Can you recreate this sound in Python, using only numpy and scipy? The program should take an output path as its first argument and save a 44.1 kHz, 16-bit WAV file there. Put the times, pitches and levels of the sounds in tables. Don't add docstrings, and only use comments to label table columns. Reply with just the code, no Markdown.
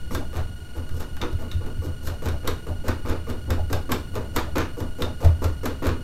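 import sys
import numpy as np
from scipy import signal
from scipy.fft import rfft, irfft
from scipy.io import wavfile
from scipy.ndimage import uniform_filter1d

SR = 44100
rng = np.random.default_rng(int(sys.argv[2]) if len(sys.argv) > 2 else 0)


def store_wav(level_fs):
    pcm = np.round(np.clip(np.atleast_2d(level_fs), -1, 1) * 32767)
    wavfile.write(sys.argv[1], SR, pcm.T.astype(np.int16))


N = 265923
T = np.arange(N) / SR

# freq_hz, gain_db
ROOM_TONE_EQ = [(100, 2.5), (200, -6), (350, -8.5), (600, -13), (1000, -19), (1400, -23), (1800, -22.5),
                (3000, -24.5), (5000, -28.5), (9000, -33), (13000, -31.5), (15500, -45)]
# freq_hz, gain_db
RUMBLE_EQ = [(8, 4), (22, -1), (38, -12), (55, -11), (75, -5), (125, -14.5), (170, -21), (300, -26.5),
             (900, -61.5)]
# time_s, level_db
RUMBLE_FADER = [(.3, -24.5), (.65, -30.5), (1, -27.5), (3, -26.5), (4, -24), (5.2, -27.5), (6, -25.5)]
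# harmonic, level_db
WHINE_HARMONICS = [(1, -52), (2, -54.5), (3, -61.5), (4, -69), (5, -70), (6, -68), (7, -73), (8, -78),
                   (9, -80), (10, -78)]
# pitch_hz, level_db
WHISTLE_TONES = [(8737, -78), (8883, -73), (8955, -67), (9027, -68), (9098, -78)]
# freq_hz, gain_db
WHIRR_EQ = [(100, -19.5), (250, 14.5), (480, -3.5), (620, 10), (900, -19), (1400, -21), (3000, -44),
            (8000, -46)]
# pitch_hz, level_db, t60_s
STAND_MODES = [(82, 0, .42), (71, -8, .3), (116, -13, .25), (137, -17, .2)]
# start_s, level_db
STAND_SHIFTS = [(.913, -24), (1.325, -23), (1.537, -21), (1.77, -28), (2.321, -27), (3.588, -25)]
# pitch_hz, width_hz, level_db
BLADE_MODES = [(628, 62, 6.5), (682, 33, -0.5), (731, 28, -2), (858, 31, -2.5), (906, 39, -6.5)]
# peak_s, level_db
ROTOR_WOBBLES = [(0.216, -36), (.386, -38), (2.133, -39.5), (2.343, -38), (2.71, -36), (3.16, -43),
                 (3.592, -32.5), (3.763, -29.5), (4.25, -41), (4.48, -37.5), (4.839, -45), (5.072, -34.5)]
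# pitch_hz, width_hz, level_db
HUB_MODES = [(2170, 250, -7), (2800, 250, -0.5), (3666, 150, 8), (4100, 1000, -5.5), (6200, 900, -11)]
# start_s, level_db
NAIL_TAPS = [(1.2146, -36.5), (1.5133, -44), (2.473, -37), (5.0199, -34.5)]
# start_s, level_db
LOOSE_TICKS = [(.891, -51), (1.166, -46.5), (1.328, -53), (1.516, -45.5), (2.286, -40)]
# freq_hz, gain_db
CLACK_EQ = [(100, -18), (300, 11.5), (500, -8.5), (750, 2), (1150, 7.5), (2200, -2.5), (3000, -6),
            (3800, -2), (4800, -14), (6500, -16.5), (9300, -28), (13000, -61), (16000, -96)]
# freq_hz, gain_db
BUMP_EQ = [(90, -35), (170, -2.5), (300, 7.5), (480, 6), (700, -10), (1000, -2), (1200, -2), (1600, -16.5),
           (2100, -13.5), (3000, -36.5), (6000, -45), (16000, -61)]
# pitch_hz, width_hz, level_db
HOUSING_MODES = [(171, 164, -9), (221.4, 21, -4), (252.7, 28.6, 3.5), (335, 35, 2.5), (390, 29.5, 1.5),
                 (435, 64.6, 0), (502, 69, 0.5), (632, 113, -12), (869, 34, -9)]
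# freq_hz, gain_db
RASP_EQ = [(400, -22), (750, -1), (1000, 2.5), (1200, 4), (1550, 2.5), (2000, -5), (2500, -4), (3000, -11),
           (3800, -9), (4800, -14.5), (6500, -19), (9000, -37), (16000, -38)]
# freq_hz, gain_db
BRIGHT_EQ = [(1500, -58), (3500, 2.5), (6000, 4), (8000, 3), (9300, -5), (10500, 1.5), (12000, 1.5),
             (13400, 8), (14500, -8), (16000, -18)]
# touch_s, snap_s, touch_db, push_db, rasp_db, skin_db, knock_db, thump_db
FLICKS = [(0.108, 0.1482, 2, -32.5, -50, -45, -34, -26.5), (0.329, .368, -5.5, -34.5, -41, -50, -48, -23),
          (0.752, 0.77, -5, -37.5, -51.5, -53, -58, -28.5),
          (0.942, 1.004, -9.5, -37.5, -48.5, -47, -44, -36),
          (1.207, 1.2158, -10, -26.5, -36, -49, -44, -27), (1.387, 1.421, 0.5, -38.5, -54, -58, -56, -28.5),
          (1.609, 1.662, -2, -38.5, -52.5, -69, -54, -32.5), (1.819, 1.859, 0, -38, -72, -54.5, -51, -31.5),
          (2.024, 2.0715, -16, -36.5, -45, -41, -40, -29.5), (2.22, 2.257, -8, -30.5, -38, -46, -44, -22.5),
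          (2.432, 2.4752, -11, -28.5, -36.5, -52, -29.5, -28),
          (2.666, 2.687, 8, -41.5, -56.5, -57, -57, -28.5),
          (2.836, 2.8815, -15, -28, -33.5, -46.5, -36, -23),
          (3.051, 3.096, -5, -27, -35.5, -45.5, -42, -24),
          (3.269, 3.299, -2.5, -31.5, -46, -51, -43.5, -30),
          (3.475, 3.504, -16, -27.5, -41.5, -55, -34.5, -20.5),
          (3.698, 3.7285, -3, -30, -42, -47, -31, -20), (3.892, 3.918, -1, -27.5, -37, -48, -27.5, -25),
          (4.136, 4.154, -14.5, -26.5, -40.5, -45.5, -44, -31.5),
          (4.326, 4.3616, -33, -27.5, -29, -40, -28.5, -26.5),
          (4.554, 4.5814, -1.5, -26.5, -31.5, -47, -34.5, -22.5),
          (4.77, 4.803, -6, -31.5, -52, -49, -44, -27.5), (4.985, 5.0204, -9, -28, -40.5, -44.5, -35, -24),
          (5.203, 5.247, -5.5, -29.5, -40, -46, -38.5, -8),
          (5.418, 5.441, 1.5, -29.5, -45, -45.5, -36.5, -19),
          (5.632, 5.6564, -7, -27, -37, -45, -33.5, -27), (5.822, 5.868, -2, -25, -34, -47, -35.5, -18.5)]
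TOUCH_S, SNAP_S, TOUCH_DB, PUSH_DB, RASP_DB, SKIN_DB, KNOCK_DB, THUMP_DB = np.transpose(FLICKS)


def undb(db):
    return 10 ** (np.asarray(db) / 20)


def unit_rms(x):
    return x / np.sqrt(np.mean(x ** 2))


def decay(t, t60):
    return (t >= 0) * np.exp(-np.log(1000) * np.maximum(t, 0) / t60)


def hits(times, levels_db, t60):
    return sum(undb(db) * decay(T - s, t60) for s, db in zip(times, levels_db))


def swells(times, levels_db, width_s):
    return sum(undb(db) * np.exp(-(2 * (T - s) / width_s) ** 2) for s, db in zip(times, levels_db))


def wander(rate_hz):
    return np.interp(T * rate_hz, np.arange(4096), rng.standard_normal(4096))


def slips(per_s, spread_db, even_s=0.037):
    size = undb(spread_db * np.minimum(rng.exponential(size=N), 4))
    clicks = (rng.random(N) < per_s / SR) * size * rng.choice([-1, 1], N)
    power = np.abs(uniform_filter1d(clicks ** 2, int(even_s * SR)))
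    return clicks / np.sqrt(power + 1e-9)


def ring(x, response):
    return signal.fftconvolve(x, response)[:N]


def eq(x, curve, size=8192):
    hz, db = np.transpose(curve)
    bins_hz = np.arange(size // 2 + 1) * SR / size
    gain_db = np.interp(np.log(bins_hz + 1), np.log(hz), db)
    cepstrum = irfft(np.log(undb(gain_db)))
    cepstrum[1:size // 2] *= 2
    cepstrum[size // 2 + 1:] = 0
    response = irfft(np.exp(rfft(cepstrum)))
    return ring(x, response / np.linalg.norm(response))


def resonate(x, modes):
    t = T[:SR // 4]
    response = sum((-1) ** k * undb(db) * width * np.exp(-np.pi * width * t) * np.sin(2 * np.pi * hz * t)
                   for k, (hz, width, db) in enumerate(modes))
    return ring(x, response / np.linalg.norm(response))


def room(x, wet_db, low_t60=0.29, high_t60=0.21, split_hz=7500, predelay_s=0.003):
    t = T[:SR // 2] - predelay_s
    noise = rng.standard_normal(len(t))
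    low = signal.sosfiltfilt(signal.butter(2, split_hz, fs=SR, output="sos"), noise)
    tail = low * decay(t, low_t60) + 0.63 * (noise - low) * decay(t, high_t60)
    reverb = ring(x, tail / np.linalg.norm(tail))
    return (x + undb(wet_db) * reverb) / np.hypot(1, undb(wet_db))


def jolts(lead_s=0.0058):
    return np.vstack([np.transpose([SNAP_S - lead_s, THUMP_DB]), STAND_SHIFTS])


def room_tone():
    return eq(rng.standard_normal(N), ROOM_TONE_EQ) * undb(-44.5)


def table_rumble(jolt_share=0.32):
    times, levels_db = jolts().T
    shake = unit_rms(uniform_filter1d(hits(times, levels_db / 2, t60=0.21), size=900))
    handling = undb(np.interp(T, *np.transpose(RUMBLE_FADER)))
    return eq(rng.standard_normal(N), RUMBLE_EQ) * handling * (1 - jolt_share + jolt_share * shake)


def camera_whine(frame_hz=22.76, line_hz=1443, duty=0.69, first_frame_s=0.0312):
    frame_phase = ((T - first_frame_s) * frame_hz) % 1
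    gate = uniform_filter1d(1. * (frame_phase < duty), size=30)
    line_cycles = line_hz * frame_phase / frame_hz
    whine = sum(undb(db) * np.sin(2 * np.pi * (k * line_cycles + rng.random()))
                for k, db in WHINE_HARMONICS)
    whistle = sum(undb(db) * np.sin(2 * np.pi * (hz * T + rng.random())) for hz, db in WHISTLE_TONES)
    return np.sqrt(2) * (gate * whine + whistle)


def rotor_whirr(coast_t60=0.54):
    speed = hits(SNAP_S, PUSH_DB / 2, coast_t60)
    friction = slips(900, 1.9) * speed * undb(4.6 * wander(35))
    return room(eq(friction, WHIRR_EQ), wet_db=-6.5) * undb(-30.5)


def stand_thumps(attack_s=0.029, rebound_s=0.055, rebound_db=-13):
    t = T[:SR]
    boom = sum(undb(db) * decay(t, t60) * np.sin(2 * np.pi * hz * t) for hz, db, t60 in STAND_MODES)
    pushes = np.zeros(N)
    for start_s, db in jolts():
        pushes[int(start_s * SR)] += undb(db)
        pushes[int((start_s + rebound_s) * SR)] += undb(db + rebound_db)
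    return ring(pushes, boom * np.minimum(t / attack_s, 1)) * undb(7)


def blade_chatter(shake_db=-14.5):
    shakes = swells(SNAP_S, THUMP_DB + shake_db, width_s=0.024)
    wobbles = swells(*np.transpose(ROTOR_WOBBLES), width_s=0.037)
    return room(resonate((shakes + wobbles) * slips(1200, 2.1), BLADE_MODES), wet_db=-11)


def nail_taps():
    contact = hits(*np.transpose(NAIL_TAPS), t60=0.024) * slips(7300, 1.3, even_s=0.0036)
    return room(resonate(contact, HUB_MODES), wet_db=-6) * undb(12.5)


def shaft_knocks(clack_lag_s=0.00078):
    times, levels_db = np.vstack([np.transpose([SNAP_S, KNOCK_DB]), LOOSE_TICKS]).T
    tick = hits(times, levels_db, t60=0.017)
    clack = hits(times + clack_lag_s, levels_db, t60=0.038)
    tick = uniform_filter1d(tick, size=130) * slips(6000, 3.5, even_s=0.003)
    clack = uniform_filter1d(clack, size=150) * slips(4000, 3, even_s=0.005)
    tick = room(eq(tick, BRIGHT_EQ), wet_db=-5) * undb(9)
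    clack = room(eq(clack, CLACK_EQ), wet_db=-4.5) * undb(11.5)
    return tick + clack


def fingertip_bumps(t60=0.079, snap_lag_s=0.008, lift_lag_s=0.042):
    landing = hits(TOUCH_S, PUSH_DB + TOUCH_DB - 2, t60)
    snap = hits(SNAP_S + snap_lag_s, PUSH_DB - 6.5, t60)
    lift = hits(SNAP_S + lift_lag_s, PUSH_DB - 10.5, t60)
    contact = (landing + snap + lift) * slips(3000, 0.76, even_s=0.0039)
    return room(eq(contact, BUMP_EQ), wet_db=-2) * undb(5)


def finger_pressure(levels_db, hold_s, release_t60, touch_weight, grip_curve=1.5):
    envelope = np.zeros(N)
    for touch_s, snap_s, touch_db, db in zip(TOUCH_S, SNAP_S, TOUCH_DB, levels_db):
        start = int(touch_s * SR)
        span = slice(start, start + SR // 2)
        grip = np.clip((T[span] - touch_s) / (snap_s - touch_s), 0, 1) ** grip_curve
        release = decay(np.maximum(T[span] - snap_s - hold_s, 0), release_t60)
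        envelope[span] += undb(db + touch_weight * touch_db * (1 - grip)) * release
    return envelope


def finger_flicks():
    push = finger_pressure(PUSH_DB, hold_s=0.021, release_t60=0.18, touch_weight=0.5)
    rub = finger_pressure(RASP_DB, hold_s=0.026, release_t60=0.12, touch_weight=1.22)
    brush = finger_pressure(SKIN_DB, hold_s=0.0069, release_t60=0.075, touch_weight=0.76)
    judder = unit_rms(undb(3 * wander(240)))
    rattle = resonate(slips(1100, 2.3, even_s=0.011) * judder * push, HOUSING_MODES)
    rasp = eq(slips(600, 3.8, even_s=0.015) * judder * rub, RASP_EQ)
    hiss = eq(slips(3000, 3.6, even_s=0.0089) * judder * brush, BRIGHT_EQ)
    return room(rattle, wet_db=-8) * undb(-1) + room(rasp, wet_db=-4) + room(hiss, wet_db=-2.5)


def scene():
    contacts = finger_flicks() + fingertip_bumps() + shaft_knocks() + nail_taps()
    body = blade_chatter() + stand_thumps() + rotor_whirr()
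    bed = room_tone() + table_rumble() + camera_whine()
    return (contacts + body + bed)[None]


def record(dry, cutoff_hz=15700):
    return signal.sosfilt(signal.ellip(8, 0.2, 80, cutoff_hz, fs=SR, output="sos"), dry)


dry = scene()
out = record(dry)
store_wav(out)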